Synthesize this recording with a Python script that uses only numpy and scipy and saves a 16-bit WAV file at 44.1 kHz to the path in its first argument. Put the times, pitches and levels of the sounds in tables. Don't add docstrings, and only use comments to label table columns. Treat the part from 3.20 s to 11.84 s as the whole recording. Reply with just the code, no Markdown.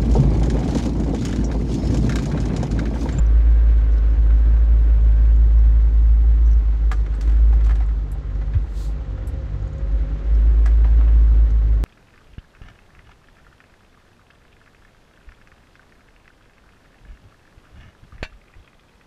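import sys
import numpy as np
from scipy import signal
from scipy.fft import rfft, irfft
from scipy.io import wavfile
from scipy.ndimage import uniform_filter1d, minimum_filter1d

SR = 44100
rng = np.random.default_rng(int(sys.argv[2]) if len(sys.argv) > 2 else 0)


def file_out(sig):
    cols = np.atleast_2d(sig).T
    lim = np.clip(cols, -1, 1)
    pcm = np.round(lim * 32767).astype(np.int16)
    wavfile.write(sys.argv[1], SR, pcm)


N = 381002

# (centre [Hz], width [Hz], level [dB])
CABIN_MODES = [(145.4, 7, 1.5), (268.6, 28, -5.5), (350, 17, -12.5), (446, 43, -12.5), (538.6, 5.7, -13)]
# (frequency [Hz], level [dB])
PLASTIC_SPECTRUM = [(900, -6), (2000, -7.5), (3000, -2), (4300, 1), (5500, -3), (7200, -3), (8800, -9.5),
                    (11000, -19), (15500, -18)]


def from_db(db):
    return 10 ** (np.asarray(db) / 20)


def rms_one(x):
    return x / np.sqrt(np.mean(x ** 2) + 1e-20)


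def in_time(rows):
    times, *columns = np.transpose(rows)
    return [np.interp(np.arange(N) / SR, times, column) for column in columns]


def drift(rate_hz):
    hop, warm_up = 40, 2000
    pole = np.exp(-2 * np.pi * rate_hz * hop / SR)
    noise = rng.standard_normal(N // hop + warm_up + 2)
    slow = signal.lfilter([1], [1, -2 * pole, pole * pole], noise)[warm_up:]
    return np.interp(np.arange(N) / hop, np.arange(len(slow)), rms_one(slow))


def phase_of(hz):
    return 2 * np.pi * np.cumsum(hz) / SR


def colour(x, spectrum):
    size = 16384
    hz, db = np.transpose(spectrum)
    octave = np.log2(np.maximum(np.arange(size // 2 + 1) * SR / size, 1))
    outside = np.abs(octave - np.clip(octave, np.log2(hz[0]), np.log2(hz[-1])))
    gain = rms_one(from_db(np.interp(octave, np.log2(hz), db) - 24 * np.minimum(outside, 3)))
    cepstrum = irfft(np.log(gain))
    folded = np.r_[cepstrum[0], 2 * cepstrum[1:size // 2]]
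    return signal.fftconvolve(x, irfft(np.exp(rfft(folded, size))))[:N]


def ring(clicks, hz, t60):
    radius = from_db(-60 / (t60 * SR))
    angle = 2 * np.pi * min(hz, .45 * SR) / SR
    return signal.lfilter([0, np.sin(angle)], [1, -2 * radius * np.cos(angle), radius ** 2], clicks + 1e-18)


def add(track, s, sound):
    at = max(round(s * SR), 0)
    track[at:at + len(sound)] += sound[:N - at]


def burst(decay_s):
    t = np.arange(SR // 4) / SR
    return rng.standard_normal(len(t)) * np.exp(-t / decay_s)


def grains(per_s, spread_db):
    sizes = from_db(spread_db * np.minimum(rng.exponential(1, N), 4)) * rng.choice([-1, 1], N)
    return rms_one(sizes * (rng.random(N) < per_s / SR))


def swells(rows, half_s):
    t = np.arange(N) / SR
    return from_db(sum(db * np.exp(-((t - s) / half_s) ** 2) for s, db in rows))


def lulls():
    # (time [s], level change [dB])
    dips = [(.665, -3.5), (2.71, -4), (3.58, -4), (3.865, -5), (4.41, -4), (4.85, -4), (5.02, -11),
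            (5.32, -5), (5.85, -13), (6.6, -5), (6.99, -5), (8.48, -5)]
    return swells(dips, half_s=.024)


def boom(firing_hz, centre_hz=54.85, width_hz=6.37, boom_db=-13, floor_db=-31.5, flutter=.021):
    # (time [s], level change [dB])
    lurches = [(2.76, -1.5), (5.24, 2.5), (5.7, 1), (6.17, -6.5), (6.5, -4.5), (6.74, 6), (8.52, 0)]
    detuning = np.abs(firing_hz - centre_hz) / (width_hz / 2)
    resonance = from_db(floor_db) + from_db(boom_db) / (1 + detuning ** 3.1)
    level = resonance * swells(lurches, half_s=.088) * lulls() * (1 + flutter * drift(10))
    return np.sqrt(2) * level * np.sin(phase_of(firing_hz))


def cabin_gain(hz):
    return sum(from_db(db) / np.hypot(1, (hz - centre) / (width / 2)) for centre, width, db in CABIN_MODES)


def hum_and_belt(firing_hz, throb=.3, belt_rough=.23, slip_rad=.28, hum_db=-42, fall_db_per_octave=17):
    # (time [s], second order [dB], belt whine [dB])
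    overtones = [(0, -36.5, -61.5), (1.85, -34.5, -55.5), (2.85, -38.5, -62), (3.4, -42.5, -74.5),
                 (4.85, -40, -72.5), (5.2, -36, -53), (5.65, -45, -61), (5.95, -29.5, -50),
                 (6.17, -41, -49), (6.38, -32.5, -50.5), (6.55, -38.5, -48), (7.1, -44.5, -54.5),
                 (7.3, -43, -67.5), (8.64, -32.5, -62)]
    second_db, whine_db = in_time(overtones)
    phase = phase_of(firing_hz)
    tones = from_db(second_db) * (1 + throb * drift(5.5)) * np.sin(2 * phase)
    for order, db in ((11, 0), (10, -9)):
        level = from_db(whine_db + db) * (1 + belt_rough * drift(15))
        tones += level * np.sin(order * phase + slip_rad * drift(7.7))
    for order in range(3, 10):
        level = from_db(hum_db - fall_db_per_octave * np.log2(order / 3)) * cabin_gain(order * firing_hz)
        tones += level * (1 + .2 * drift(5.4)) * np.sin(order * phase)
    return np.sqrt(2) * tones


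def clatter(firing_hz, level_db=-54, fade_per_firing=1.7, db_per_hz=.24):
    cylinders = [-3, -5.5, -6, -6]
    # (pitch [Hz], level [dB], t60 [s])
    block_modes = [(798, 2.5, 0.046), (953, -5, 0.094), (1068, 0, 0.047), (1250, -1, 0.05),
                   (1347, -1.5, 0.038), (1593, 2, 0.0085), (1960, 2, 0.013)]
    firings = np.cumsum(firing_hz) / SR
    strength = from_db(cylinders)[firings.astype(int) % len(cylinders)]
    ticks = strength * np.exp(-fade_per_firing * (firings % 1))
    block = sum(from_db(db) * ring(ticks * rng.standard_normal(N), hz, t60) for hz, db, t60 in block_modes)
    return from_db(level_db + db_per_hz * (firing_hz - np.median(firing_hz))) * rms_one(block)


def gears(firing_hz, rough=.65, slack_rad=.8):
    # (time [s], level [dB])
    whirr = [(0, -57), (1.1, -57), (1.42, -51.5), (1.7, -59), (2.35, -59.5), (2.8, -66), (7.0, -66),
             (7.9, -58), (8.64, -62)]
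    orders = [18, 21, 28, 29]
    orders_db = [-8, -2, -1, 0]
    level_db, = in_time(whirr)
    phase = phase_of(firing_hz)
    tones = sum(from_db(db) * (1 + rough * drift(4.2)) * np.sin(order * phase + slack_rad * drift(45))
                for order, db in zip(orders, orders_db))
    return from_db(level_db) * rms_one(tones)


def tyres(shake_db=-27.5, rumble_db=-43, grit_db=-62, rumble_follows=.85, grit_follows=.35):
    # (time [s], level [dB])
    roughness = [(0.05, -48), (0.38, -48.5), (0.76, -48.5), (1.02, -49.5), (1.71, -50), (2.83, -53.5),
                 (3.19, -52), (3.8, -54), (4.1, -49), (4.3, -52), (4.49, -50.5), (4.68, -54.5), (4.97, -56),
                 (5.94, -53), (6.32, -53), (7.29, -50), (7.58, -50.5), (7.85, -47.5), (7.96, -49),
                 (8.58, -52)]
    # (frequency [Hz], level [dB])
    shake_spectrum = [(20, -23.5), (34, -26), (46, -8.5), (60, 2), (72, -6.5), (88, -18), (120, -21.5),
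                      (160, -24), (220, -42.5)]
    # (frequency [Hz], level [dB])
    rumble_spectrum = [(110, -17.5), (160, -3.5), (200, -2), (250, 3), (330, -1.5), (450, -5), (560, -11),
                       (700, -15.5), (1100, -32.5)]
    # (frequency [Hz], level [dB])
    crunch_spectrum = [(400, -7.5), (650, 0.5), (900, -4.5), (1250, -3.5), (1600, -2), (2000, -6),
                       (2400, -9), (3200, -15.5), (4500, -28)]
    # (frequency [Hz], level [dB])
    grit_spectrum = [(2000, -5), (3000, 0.5), (4000, 0.5), (5000, -5), (6300, -6.5), (7700, -11.5),
                     (8500, -20.5), (11000, -27.5), (15500, -36.5)]
    ground_db, = in_time(roughness)
    lumpy_db = ground_db + .36 * drift(1.3)
    swing_db = lumpy_db - ground_db.mean()
    shake = from_db(shake_db) * lulls() * colour(rng.standard_normal(N), shake_spectrum)
    hollow = sum(from_db(db) * rms_one(ring(rng.standard_normal(N), hz, np.log(1000) / (np.pi * width)))
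                 for hz, width, db in CABIN_MODES)
    rumble = colour(grains(per_s=3000, spread_db=4.5), rumble_spectrum) + rms_one(hollow)
    rumble *= from_db(rumble_db + rumble_follows * swing_db)
    crunch_level = from_db(lumpy_db - .5 + 1.17 * drift(28))
    crunch = crunch_level * colour(grains(per_s=6000, spread_db=1.5), crunch_spectrum)
    grit_level = from_db(grit_db + grit_follows * swing_db + drift(43))
    grit = grit_level * colour(grains(per_s=14000, spread_db=2.5), grit_spectrum)
    return shake + rumble + crunch + grit


def fittings(tone_db=-4.5, click_db=-14, upper_db=-11, rise_s=.002, sag_per_s=5, rough=.05):
    # (time [s], level [dB], pitch [Hz])
    slips = [(.063, -46, 5950), (.720, -53, 6000), (.739, -52, 5200), (.779, -49, 5200), (.781, -48, 3900),
             (.904, -54, 5150), (2.160, -53, 7000), (2.388, -52, 5600), (3.259, -50, 6000),
             (3.275, -48.5, 6000), (3.312, -48, 6000), (3.330, -47, 5950), (3.949, -50, 7900),
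             (4.662, -53, 7300), (5.152, -55, 5500), (6.425, -56, 6700), (6.475, -54, 6900),
             (6.531, -52, 6750), (6.581, -52, 6750), (7.149, -49, 5250), (8.304, -50, 6270)]
    chirps, clicks = np.zeros((2, N))
    t = np.arange(SR // 25) / SR
    envelope = t / rise_s * np.exp(1 - t / rise_s)
    for s, db, hz in slips:
        waver = rms_one(uniform_filter1d(rng.standard_normal(len(t)), size=24))
        phase = phase_of(hz * (1 - sag_per_s * (t - rise_s) + rough * waver))
        tone = np.sin(phase) + from_db(upper_db) * np.sin(1.22 * phase)
        add(chirps, s, from_db(db + tone_db) * envelope * tone)
        add(clicks, s, from_db(db + click_db) * burst(2 * rise_s))
    return chirps + colour(clicks, PLASTIC_SPECTRUM)


def stones(blow_db=-4, rise_s=.003, t60_s=.075):
    # (time [s], level [dB], pitch of the struck spot [Hz])
    hits = [(.955, -44, 760), (1.259, -41, 600), (4.325, -33.5, 800), (4.509, -38, 730), (4.601, -38, 760),
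            (4.686, -43, 800), (4.951, -41, 780), (5.213, -44, 780), (5.707, -42, 780), (5.806, -43, 800),
            (5.975, -42, 780), (7.460, -35.5, 710), (7.648, -33, 590), (7.801, -37, 1100),
            (7.809, -36, 640), (7.868, -36.5, 570)]
    # (frequency [Hz], level [dB])
    pan_spectrum = [(350, -5), (600, 1.5), (780, 1), (1100, -4.5), (1600, -23.5), (2600, -24.5)]
    blows, rings = np.zeros((2, N))
    t = np.arange(SR // 4) / SR
    envelope = (1 - np.exp(-t / rise_s)) * from_db(-60 * t / t60_s)
    for s, db, hz in hits:
        add(blows, s, from_db(db + blow_db) * burst(decay_s=.012))
        add(rings, s, from_db(db) * envelope * np.sin(2 * np.pi * hz * t))
    return colour(blows, pan_spectrum) + rings


def trim_contacts(rebound_s=.014, least_loss_db=11, rebound_top_db=-42, jogs_per_s=2, jog_spread_db=3):
    # (time [s], level [dB], crack level [dB], chatter decay [s], ring offset [dB])
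    knocks = [(1.104, -35, -62, .007, 0), (3.7155, -25, -35.5, .007, 8), (3.728, -32, -45, .007, 5),
              (3.8635, -33.5, -52.5, .0045, -6), (3.938, -39.5, -54, .011, -5),
              (4.010, -35, -38.5, .0065, -6), (4.075, -38.5, -52, .009, -4), (4.096, -38, -50, .006, -5),
              (4.119, -42, -52, .006, -7), (4.326, -37, -55, .005, -5), (4.333, -43, -52, .009, -7),
              (4.408, -35, -56, .01, -5), (4.442, -47, -49, .014, -8), (4.461, -36.5, -50, .014, -5),
              (4.494, -31.5, -50, .008, 2), (4.509, -31, -50, .008, 2), (4.555, -34, -47, .007, -9),
              (4.602, -38, -56, .014, -6), (4.621, -37.5, -57, .009, -5), (4.687, -40, -61, .006, -5),
              (5.213, -40.5, -59, .018, -2), (5.335, -36.5, -57, .026, 1), (7.459, -29.5, -40, .006, 4.5),
              (7.475, -34, -56, .005, 1), (7.644, -33, -56, .007, -2), (7.652, -36, -54, .005, -5),
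              (7.810, -36, -62, .007, 0), (7.878, -38, -64, .012, 0), (8.304, -48, -52, .005, -8)]
    rebounds = []
    for s, db, bright_db, chatter_s, ring_db in knocks:
        loss_db = max(least_loss_db, db - rebound_top_db)
        delay_s = rebound_s * rng.uniform(.5, 1.5)
        rebounds.append((s + delay_s, db - loss_db, bright_db - loss_db, chatter_s, ring_db))
    gaps, sizes = rng.uniform(-1, 1, (60, 2)).T
    jog_times = np.cumsum(1 + gaps) / jogs_per_s
    jogs = [(s, -47 + db, -69.5 + db, .0074, -2)
            for s, db in zip(jog_times, jog_spread_db * sizes) if s < N / SR]
    return knocks + rebounds + jogs


def trim(modes_db=-13, body_db=-6, crack_db=-1, chatter=.07, uneven_db=.5, settle_db=-18, settle_s=.06):
    # (pitch [Hz], level [dB], t60 [s])
    panel_modes = [(445, -7, .09), (610, -16, .05), (735, -1.5, .08), (1090, -8, .04), (1215, 2.5, .068),
                   (1350, -6, .035), (1473, 2.5, .056), (1664, 2, .056), (1964, 0, .052), (2160, -8, .03),
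                   (2520, -7, .02), (3140, -12, .04), (3900, -14, .03)]
    # (frequency [Hz], level [dB])
    body_spectrum = [(550, -6), (900, -3), (1400, 0), (1900, -.5), (2600, -8), (3600, -16)]
    panel, bodies, cracks = np.zeros((3, N))
    for s, db, bright_db, chatter_s, ring_db in trim_contacts():
        for hz, mode_db, t60 in panel_modes:
            blow = chatter * burst(chatter_s)
            blow[0] += rng.choice([-1, 1])
            tone = ring(blow, hz, t60)
            tone *= np.sqrt(t60 * SR / (4 * np.log(1000))) / np.linalg.norm(tone)
            tone_db = db + modes_db + ring_db + mode_db - uneven_db * rng.standard_normal()
            add(panel, s, from_db(tone_db) * tone)
        add(bodies, s, from_db(db + body_db) * burst(chatter_s))
        crack = from_db(bright_db + crack_db) * (burst(chatter_s) + from_db(settle_db) * burst(settle_s))
        top_hz = np.clip(15000 + 500 * (bright_db + 39), 3000, 15000)
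        add(cracks, s, signal.sosfilt(signal.butter(3, top_hz, fs=SR, output="sos"), crack))
    return panel + colour(bodies, body_spectrum) + colour(cracks, PLASTIC_SPECTRUM)


def mud(decay_s=.12):
    # (time [s], level [dB])
    sprays = [(3.95, -70.5), (4.012, -69.5), (4.442, -64), (4.555, -82)]
    # (frequency [Hz], level [dB])
    spatter_spectrum = [(5000, -3), (8000, -3), (9400, 1), (10500, -10), (15500, -15)]
    t = np.arange(N) / SR
    flow = sum(from_db(db) * (t >= s) * np.exp(-np.abs(t - s) / decay_s) for s, db in sprays)
    return flow * colour(grains(per_s=2500, spread_db=-.5), spatter_spectrum)


def keys(ring_db=-13, jangle_db=-1):
    # (time [s], level [dB])
    clinks = [(4.916, -49.5), (6.072, -47)]
    # (pitch [Hz], level [dB], t60 [s])
    key_modes = [(7800, -3, .05), (7880, -5, .06), (9500, 3, .07), (9520, -2, 0.065), (10420, -4, 0.098),
                 (10600, -3, 0.076), (11480, -4, 0.046), (11900, -4, .05)]
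    # (frequency [Hz], level [dB])
    jangle_spectrum = [(5000, -11), (7000, -16), (7800, 1), (8600, -11), (10500, -3), (12000, -7),
                       (12800, -16), (15500, -21)]
    touches, jangle = np.zeros((2, N))
    for s, db in clinks:
        add(touches, s, from_db([db + ring_db]))
        add(jangle, s, from_db(db + jangle_db) * burst(decay_s=.012))
    ringing = sum(from_db(db) * ring(touches, hz, t60) for hz, db, t60 in key_modes)
    return ringing + colour(jangle, jangle_spectrum)


def sleeve(weave_db=-9, blur=.6):
    # (time [s], level [dB], weave pitch [Hz])
    brush = [(5.1, -110, 2940), (5.42, -74, 3000), (5.53, -63.5, 3210), (5.575, -52, 3930),
             (5.61, -50.5, 4800), (5.655, -52, 3880), (5.70, -60, 3480), (5.87, -110, 2960)]
    # (frequency [Hz], level [dB])
    cloth_spectrum = [(2000, -15.5), (3200, 1), (4200, 5.5), (5600, -1.5), (7500, 2), (9000, -5),
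                      (11500, -10), (14500, -9), (16000, -17)]
    level_db, weave_hz = in_time(brush)
    weave = np.sin(phase_of(weave_hz * (1 + blur * drift(300))))
    hiss = colour(rng.standard_normal(N), cloth_spectrum)
    return from_db(level_db) * (hiss + from_db(weave_db) * weave)


def wheel_thump(at_s=5.361, level_db=-7.5, low_cut_hz=48):
    # (first pitch [Hz], last pitch [Hz], half length [s])
    blow_shape = (115, 55, .012)
    first_hz, last_hz, half_s = blow_shape
    t = np.arange(N) / SR - at_s
    phase = phase_of(np.interp(t, [-2 * half_s, 2 * half_s], [first_hz, last_hz]))
    blow = from_db(level_db) * np.exp(-(t / half_s) ** 2) * np.cos(phase - phase[round(at_s * SR)])
    return signal.sosfilt(signal.butter(6, low_cut_hz, "high", fs=SR, output="sos"), blow)


def cabin_echo(x, echo_db=-9):
    echo = np.r_[np.zeros(SR // 400), burst(decay_s=.0027)]
    return x + from_db(echo_db) * signal.fftconvolve(x, echo / np.linalg.norm(echo))[:N]


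def scene(surge_hz=.12):
    # (time [s], firing rate [Hz])
    revs = [(0, 54), (.45, 55.3), (.7, 52.7), (1.15, 53.2), (1.42, 55.2), (1.75, 53.3), (2.2, 54.2),
            (2.7, 53.7), (3.24, 55.3), (3.42, 52.6), (4.04, 50.4), (4.09, 53.1), (4.33, 54), (4.54, 52.1),
            (4.77, 51.7), (4.88, 48.2), (5.04, 47.5), (5.25, 49.3), (5.42, 50), (5.55, 48.8), (5.7, 50),
            (5.88, 47.7), (6.0, 47.5), (6.17, 48.7), (6.45, 47.9), (6.7, 49.9), (6.93, 49.4), (7.09, 51.4),
            (7.17, 53), (7.88, 54.6), (8.64, 52.1)]
    firing_hz, = in_time(revs)
    firing_hz += surge_hz * drift(2)
    engine = boom(firing_hz) + hum_and_belt(firing_hz) + clatter(firing_hz) + gears(firing_hz)
    direct = engine + tyres() + wheel_thump() + sleeve() + mud()
    rattles = trim() + stones() + fittings() + keys()
    return (direct + cabin_echo(rattles))[None]


def record(dry, ceiling=.45, cutoff_hz=15700):
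    window = SR // 25
    needed = np.minimum(1, ceiling / (np.abs(dry) + 1e-9))
    gain = uniform_filter1d(minimum_filter1d(needed, size=window), size=window)
    return signal.sosfilt(signal.ellip(10, .1, 80, cutoff_hz, fs=SR, output="sos"), gain * dry)


dry = scene()
out = record(dry)
file_out(out)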